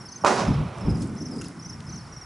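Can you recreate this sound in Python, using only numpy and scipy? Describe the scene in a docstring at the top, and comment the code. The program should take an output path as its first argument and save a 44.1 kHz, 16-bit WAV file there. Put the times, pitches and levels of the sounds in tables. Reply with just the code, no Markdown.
"""An open range, where a launcher fires once: a hollow pop of pressure, a ringing tube, a faint whizz.
The ground and an earth bank scatter the bang straight back, and the hills return it as a dull roll.
Afterwards the shooter's gear rustles and ticks, and a latch rattles home. Gusts buffet the microphone
with low turbulence, and small birds twitter throughout in short, falling whistles over a hush of air."""
import sys
import numpy as np
from scipy import signal
from scipy.fft import rfft, irfft
from scipy.io import wavfile

SR = 44100
rng = np.random.default_rng(int(sys.argv[2]) if len(sys.argv) > 2 else 0)


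def wrap_up_sound(samples):
    """Save the sound to the file named by the first command line argument, as 16-bit audio."""
    columns = np.atleast_2d(samples).T
    # keep every value between -1 and 1, then stretch to whole-number steps
    tamed = np.clip(columns, -1, 1)
    steps = np.round(tamed * 32767).astype(np.int16)
    wavfile.write(sys.argv[1], SR, steps)


N = 99225
T, HZ = np.arange(N) / SR, np.fft.rfftfreq(N, 1 / SR) + 1


def amp(db):
    """Decibels to gain."""
    return 10 ** (np.asarray(db) / 20)


def unit(x):
    """Scales to rms 1."""
    return x / np.sqrt(np.mean(x ** 2) + 1e-20)


def curve(points):
    """Draws an EQ curve through (Hz, value) points."""
    hz, value = np.transpose(points)
    return np.interp(np.log(HZ), np.log(hz), value)


def shaped(x, gain):
    """Filters by a gain per frequency."""
    return irfft(rfft(x) * gain, N)


def noise(gain, width=0.28):
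    """Coloured stereo noise of rms 1; width is the ratio of side to mid."""
    mid, side = rng.standard_normal((2, N))
    return unit(shaped(np.array([mid + width * side, mid - width * side]), gain))


def wander(hz):
    """Random modulation of rms 1, mostly slower than hz."""
    return unit(shaped(rng.standard_normal(N), 1 / (1 + (HZ / hz) ** 4)))


def swell(start, rise, t60):
    """Straight attack, then a decay of 60 dB in t60 seconds."""
    return np.clip((T - start) / rise, 0, 1) * 1000. ** (-np.maximum(T - start - rise, 0) / t60)


def steadied(x, smooth_s=0.09):
    """Evens out the slow swings of a noise, so that an envelope rules its level."""
    power = shaped((unit(x) ** 2).mean(0), np.exp(-(HZ * smooth_s) ** 2))
    return unit(x) / np.sqrt(abs(power) + 0.15)


def ringing(modes):
    """A sine for each (Hz, dB) mode in random phase, together of rms 1."""
    return unit(sum(amp(db) * np.sin(2 * np.pi * (hz * T + rng.random())) for hz, db in modes))


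def convolved(x, response):
    """Plays a mono signal through a stereo impulse response, normalised in energy."""
    return signal.fftconvolve(x[None], response / np.linalg.norm(response[0]), axes=1)[:, :N]


# The pressure pulses of the shot. Each row: peak time in seconds, level in dB, centre in Hz.
BLAST_PULSES = [(0.239, -18, 880), (0.2426, -11.5, 740), (0.2475, 0.5, 874), (0.248, -14, 405),
                (.2612, -6, 1040)]
# The tone of the bang, for its crack and reflections. Each row: frequency in Hz, relative level in dB.
BANG_EQ = [(88, -51), (150, -56), (183, -7), (319, -11.5), (368, -2), (449, -7.5), (557, -3), (1040, -4.5),
           (1890, -16), (3300, -23), (5660, -20), (11000, -36.5), (14300, -70)]
SHOT_S, TREBLE_HZ = 0.2468, 2380


def blast(pulse_cycles=0.53, low_cut_hz=130, crack_db=-24):
    """Short pressure waves make a hollow pop, with a bright crack on the strongest."""
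    pulses = np.zeros(N)
    for peak, db, hz in BLAST_PULSES:
        cycles = (T - peak) * hz
        pulses += amp(db) * np.exp(-(cycles / pulse_cycles) ** 2) * np.cos(2 * np.pi * cycles + 0.13)
    pop = shaped(pulses, 1 / (1 + (low_cut_hz / HZ) ** 2))
    crack = noise(amp(curve(BANG_EQ)) / (1 + (TREBLE_HZ / HZ) ** 8), width=0.24)
    return pop + amp(crack_db) * swell(SHOT_S, rise=0.00035, t60=0.019) * crack


# Slaps off the ground, slope and earth bank. Each row: start in seconds, level in dB,
# attack and 60 dB decay in seconds, treble shelf in dB, shelf corner in Hz.
NEAR_SLAPS = [(0.247, -20.5, 0.0025, 0.41, -4.5, 2380), (0.261, -17, 0.0022, 0.61, -0.5, 2380),
              (0.298, -15, 0.014, 0.17, -28, 1140), (0.348, -23.5, 0.052, 0.32, -2.5, 6950)]


def reflections(grain_db=0.5, grain_hz=500):
    """Rough ground and banks scatter the bang into dense grainy bursts, wider in the treble."""
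    width = 0.14 + 0.12 / (1 + (TREBLE_HZ / HZ) ** 4)
    colour = unit(amp(curve(BANG_EQ)))
    out = np.zeros((2, N))
    for start, db, rise, t60, shelf_db, corner_hz in NEAR_SLAPS:
        grains = unit(rng.standard_normal((2, N)) * amp(grain_db * wander(grain_hz)))
        mid, side = grains * swell(start, rise, t60)
        side = shaped(side, width)
        shelf = amp(shelf_db / (1 + (corner_hz / HZ) ** 8))
        out += amp(db) * shaped(np.array([mid + side, mid - side]), colour * shelf)
    return out


# The ring of the barrel. Each row: frequency in Hz, relative level in dB.
BARREL_MODES = [(379, -27), (560, -37), (662, -37), (872, -35), (1061, -34), (1459, -29), (2498, -37.5)]


def barrel(db=-26):
    """The tube rings briefly after the shot."""
    return amp(db) * swell(SHOT_S, rise=0.0032, t60=0.57) * ringing(BARREL_MODES)


def whizz(start_s=0.32, length_s=0.064, from_hz=14000, to_hz=8200, db=-48):
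    """A thin, fuzzy whistle falls as the round flies off."""
    progress = np.clip((T - start_s) / length_s, 0, 1)
    phase = 2 * np.pi * np.cumsum(from_hz + (to_hz - from_hz) * progress) / SR
    return amp(db) * np.sin(np.pi * progress) * wander(197) * np.sin(phase)


# Echoes off the hills. Each row: start in seconds, level in dB, attack and 60 dB decay in seconds.
HILL_ECHOES = [(0.399, -32.5, 0.02, 1.82), (.66, -40.5, 0.12, 1.76), (.82, -39.5, 0.061, 0.61),
               (1.3, -47, 0.022, 0.92)]
# Their tone before filtering. Each row: frequency in Hz, relative level in dB.
HILL_EQ = [(210, -31), (350, 4.5), (514, 1), (945, -2.5), (1250, -3.5), (1780, -16.5), (2340, -12),
           (4500, -19.5), (5850, -31), (9900, -120)]


def hills(dulling_db_per_khz_s=7.5):
    """Slow echoes roll back from far slopes, duller the longer their way."""
    colour = amp(curve(HILL_EQ)) / (1 + (300 / HZ) ** 4) / (1 + (HZ / 5500) ** 4)
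    out = np.zeros((2, N))
    for start, db, rise, t60 in HILL_ECHOES:
        loss_db = dulling_db_per_khz_s * HZ / 1000 * (start - HILL_ECHOES[0][0])
        out += amp(db) * swell(start, rise, t60) * noise(colour * amp(-loss_db), width=0.031)
    return out


# Deep thumps of wind. Each row: peak time in seconds, level in dB, half length in seconds, swing in Hz.
WIND_THUMPS = [(.487, -23, 0.0039, 230.5), (0.506, -13, 0.013, 142), (0.607, -18.5, 0.018, 151),
               (0.856, -23, 0.0043, 89), (0.885, -13.5, 0.0077, 159), (0.917, -21, 0.012, 113),
               (.946, -26, 0.0094, 110)]
# The tone of their turbulence before filtering. Each row: frequency in Hz, relative level in dB.
THUMP_EQ = [(25, -12), (65, 3), (156, -2.5), (241, -1.5), (420, -23), (550, -42)]


def buffets(roughness=0.57):
    """The strongest gusts shove the microphone: a few deep swings of pressure amid loose turbulence."""
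    colour = amp(curve(THUMP_EQ)) / (1 + (HZ / 840) ** 6) / (1 + (32 / HZ) ** 8)
    rumble = steadied(noise(colour, width=0.088))
    out = np.zeros((2, N))
    for peak, db, half, hz in WIND_THUMPS:
        t = T - peak
        swing = np.sqrt(2) * np.cos(2 * np.pi * (hz * t + rng.random())) * np.exp(-(t / half) ** 2)
        turbulence = rumble * np.exp(-(t / (2 * half)) ** 2)
        out += amp(db) * (np.sqrt(1 - roughness ** 2) * swing + roughness * turbulence)
    return out


# The rise and fall of the gusts. Each row: time in seconds, level in dB.
GUST_LEVELS = [(0, -44.5), (.2, -53), (.25, -33.5), (.33, -39.5), (.42, -28.5), (.5, -24.5), (.6, -26.5),
               (.67, -32), (.74, -43.5), (.83, -30), (.9, -29), (1.04, -25.5), (1.12, -33), (1.28, -35),
               (1.37, -33), (1.48, -36.5), (1.54, -44.5), (1.59, -37.5), (1.83, -40.5), (1.93, -36.5),
               (2.04, -42), (2.25, -45)]
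# The drift of the wind's flutter. Each row: time in seconds, centre in Hz.
FLUTTER_SWEEP = [(0, 139), (.4, 163), (.7, 127), (1.0, 166), (1.35, 222), (1.7, 147), (1.95, 150),
                 (2.2, 91)]


def wind(octaves_below=0.76, octaves_above=0.53, surge_db=2, surge_hz=31.2):
    """Low turbulence at the microphone: a flutter that drifts in pitch and swells with the gusts."""
    rumble = noise(1 / (1 + (HZ / 600) ** 4), width=0.076)
    hz, t, spectra = signal.stft(rumble, SR, nperseg=2048, noverlap=1536)
    octaves = np.log2((hz[:, None] + 1) / np.interp(t, *np.transpose(FLUTTER_SWEEP)))
    bell = (1 + (octaves / np.where(octaves < 0, octaves_below, octaves_above)) ** 2 / 6) ** -3
    flutter = signal.istft(spectra * bell, SR, nperseg=2048, noverlap=1536)[1][:, :N]
    level_db = np.interp(T, *np.transpose(GUST_LEVELS)) + surge_db * wander(surge_hz)
    return amp(level_db) * steadied(flutter)


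# The hits of the latch. Each row: start in seconds, level in dB.
LATCH_HITS = [(1.4128, -37.5), (1.4174, -35.5), (1.4214, -42.5), (1.4457, -41.5)]
# The ring of the latch. Each row: frequency in Hz, relative level in dB.
LATCH_MODES = [(1430, 3), (2730, 3), (5940, -2), (6690, -3), (7960, -6)]


def latch(snap_db=2.5):
    """A latch rattles home: each contact snaps and rings the same small part."""
    out, bright = np.zeros((2, N)), 1 / (1 + (4000 / HZ) ** 2)
    for start, db in LATCH_HITS:
        ring = ringing(LATCH_MODES) * swell(start, rise=0.0005, t60=0.016)
        snap = noise(bright) * swell(start, rise=0.0005, t60=0.014)
        out += amp(db) * (ring + amp(snap_db) * snap)
    return out


# Moves of the gear. Each row: start in seconds, level in dB, attack and 60 dB decay in seconds,
# centre in Hz.
GEAR_MOVES = [(.95, -51, 0.047, 0.44, 7000), (1.016, -41.5, .007, 0.1, 6100), (1.29, -57, .08, 0.91, 7900),
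              (1.42, -49, 0.02, 0.35, 5000), (1.484, -36, 0.00077, 0.0096, 9050),
              (1.803, -46.5, 0.0015, 0.03, 3400)]


def handling(spread_octaves=0.82, grain_db=1.6):
    """Handled gear gives brief, bright scrapes and clicks."""
    out = np.zeros((2, N))
    for start, db, rise, t60, hz in GEAR_MOVES:
        band = np.exp(-0.5 * (np.log2(HZ / hz) / spread_octaves) ** 2)
        out += amp(db) * swell(start, rise, t60) * noise(band, width=0.26)
    return out * amp(grain_db * wander(300))


def strap_ticks(from_s=0.77, to_s=1.5, per_second=36, centre_hz=7800, db=-28, spread_db=8):
    """Tiny dry ticks of cloth and straps while the shooter moves."""
    chance, softness = rng.random((2, N))
    triggers = (chance < per_second / SR) * (T > from_s) * (T < to_s) * amp(-spread_db * softness)
    tick = noise(np.exp(-np.log2(HZ / centre_hz) ** 2), width=0.41) * swell(0, rise=0.00045, t60=0.012)
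    return amp(db) * convolved(triggers, tick)


def whistles(rows, length_s, crest, fall, trim_db=0, variety=0.74, overtone_db=-15.5):
    """Near-pure bird notes whose pitch crests early and then falls, each by its own amount."""
    out, waver = np.zeros(N), 1 + 0.0092 * wander(230)
    for start, db, hz in rows:
        at = (T >= start) & (T < start + length_s)
        progress = (T[at] - start) / length_s
        slide = fall * (1 + variety * rng.uniform(-1.03, 1))
        arch = (0.4 - crest) ** 2 - (progress - crest) ** 2  # passes the row's pitch 40% of the way in
        phase = 2 * np.pi * np.cumsum(hz * waver[at] * (1 + slide * arch)) / SR
        envelope = amp(db + trim_db) * np.sin(np.pi * progress ** 0.61) ** 1.03
        out[at] += envelope * (np.sin(phase) + amp(overtone_db) * np.sin(2 * phase))
    return out


# Bird notes: high arched chips, lower falling slurs and the faint lowest calls.
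# Each row: start in seconds, level in dB before the trim, pitch in Hz.
BIRD_CHIPS = [(0.0854, -41.5, 6080), (0.12, -39, 6130), (0.1577, -36, 6250), (1.1823, -44.5, 6080),
              (1.2176, -43, 6070), (1.2524, -42, 6130), (1.6242, -42.5, 6020), (1.6583, -39.5, 6060),
              (1.6926, -41, 6140), (1.8898, -42, 6020), (1.9216, -40.5, 6140), (1.957, -40.5, 6180)]
BIRD_SLURS = [(0.0044, -40.5, 5490), (0.0542, -37.5, 5430), (0.114, -40, 5210), (0.167, -48, 5070),
              (0.2104, -40, 5620), (0.4742, -38.5, 5250), (0.5302, -41.5, 5240), (0.7731, -53, 5120),
              (0.807, -42.5, 5330), (0.8584, -43, 5340), (0.8926, -38, 5060), (0.945, -41.5, 5050),
              (1.0044, -42.5, 5190), (1.1663, -44, 5300), (1.2032, -38, 5470), (1.2564, -37.5, 5390),
              (1.3084, -38.5, 5320), (1.3284, -43, 4950), (1.351, -44.5, 5080), (1.382, -40, 5030),
              (1.401, -44, 5240), (1.4536, -40, 5090), (1.592, -41.5, 5400), (1.6446, -38.5, 5500),
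              (1.693, -36.5, 5380), (1.7247, -39, 5530), (1.7844, -54, 5040), (1.8644, -43.5, 5200),
              (1.8955, -43, 5550), (1.93, -39, 5560), (1.9724, -40, 5590), (2.004, -45, 5380),
              (2.061, -49, 5260), (2.122, -40, 5680), (2.1623, -37, 5660), (2.211, -37, 5670)]
BIRD_LOW_CALLS = [(0.0797, -53, 4500), (0.133, -58, 4380), (1.8921, -57, 4300), (1.937, -57, 4460),
                  (1.987, -55, 4540), (2.0448, -60, 4510)]
FLOCK_LOW_HZ, FLOCK_SPAN_HZ = 5115, 615


def birds(wet_db=-12.5):
    """Small birds twitter near and far, with a soft scatter off the slope."""
    song = whistles(BIRD_CHIPS, length_s=0.018, crest=0.3, fall=0.19, trim_db=1.5)
    song += whistles(BIRD_SLURS, length_s=0.0248, crest=0.05, fall=0.15, trim_db=-2)
    song += whistles(BIRD_LOW_CALLS, length_s=0.028, crest=0.05, fall=0.18, trim_db=4.5)
    song += whistles(flock_notes(), length_s=0.0214, crest=0.04, fall=0.18)
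    song += whistles(distant_notes(), length_s=0.0134, crest=0.043, fall=0.3)
    tail = noise(1 / (1 + (HZ / 12000) ** 2), width=0.76) * swell(0.0049, rise=0.019, t60=0.087)
    return song + amp(wet_db) * convolved(song, tail)


def flock_notes(per_note=3, window_s=0.034, under_db=13, spread_db=6):
    """The rest of the flock overlaps each chip and slur, louder where the near birds are louder."""
    lead_s, lead_db, _ = np.repeat(BIRD_CHIPS + BIRD_SLURS, per_note, axis=0).T
    delay, softness, height = rng.random((len(lead_s), 3)).T
    starts = lead_s + window_s * (delay - 0.25)
    return zip(starts, lead_db - under_db - spread_db * softness, FLOCK_LOW_HZ + FLOCK_SPAN_HZ * height)


def distant_notes(count=70, db=-54):
    """Birds further off twitter all the way through, barely above the air."""
    jitter, height = rng.random((count, 2)).T
    starts = (np.arange(count) + jitter) / count * N / SR
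    return zip(starts, np.full(count, db), FLOCK_LOW_HZ + FLOCK_SPAN_HZ * height)


# The tone of the open air before its low cut. Each row: frequency in Hz, relative level in dB.
AIR_EQ = [(120, -41), (200, -3), (566, -10), (1000, -7), (1500, -8), (1650, -13.5), (2020, -13),
          (2560, -20.5), (3760, -26), (4520, -24.5), (5440, -18.5), (6650, -25.5), (11000, -27),
          (14300, -68)]


def air(db=-48.5):
    """The hush of the open range, wavering slightly in the breeze."""
    breeze = amp(0.7 * wander(12))
    return amp(db) * noise(amp(curve(AIR_EQ)) / (1 + (150 / HZ) ** 4), width=0.19) * breeze


# The stereo image of the shot and of the air. Each row: frequency in Hz, left minus right in dB.
SHOT_PAN = [(60, 1.5), (130, -0.5), (270, -1.5), (570, -5.5), (1210, -5.5), (2560, -3.5), (5430, 1.5),
            (11500, 0.0)]
AIR_PAN = [(60, 0.5), (140, -11), (350, -2), (830, -2.5), (1990, -2.5), (4790, 3), (11500, 2)]


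def panned(x, pan):
    """Leans each frequency to the left or right."""
    gains = amp(np.outer([0.5, -0.5], curve(pan)))
    return shaped(x, gains / gains.mean(0))


def scene():
    """The shot and its echoes among air, wind and birds, then the shooter's gear."""
    shot = panned(blast() + barrel() + whizz() + reflections() + hills(), SHOT_PAN)
    ambience = panned(air(), AIR_PAN) + wind() + buffets() + birds()
    gear = handling() + latch() + strap_ticks()
    return shot + ambience + gear


def record(dry):
    """The recorder rounds off the highest peak, then cuts the top treble."""
    ceiling, cutoff_hz = 0.88, 11080
    rounded = dry / (1 + (dry / ceiling) ** 4) ** 0.25
    low_pass = signal.firwin(401, cutoff_hz, window=("kaiser", 8), fs=SR)
    return signal.oaconvolve(rounded, low_pass[None], "same")


dry = scene()
out = record(dry)
wrap_up_sound(out)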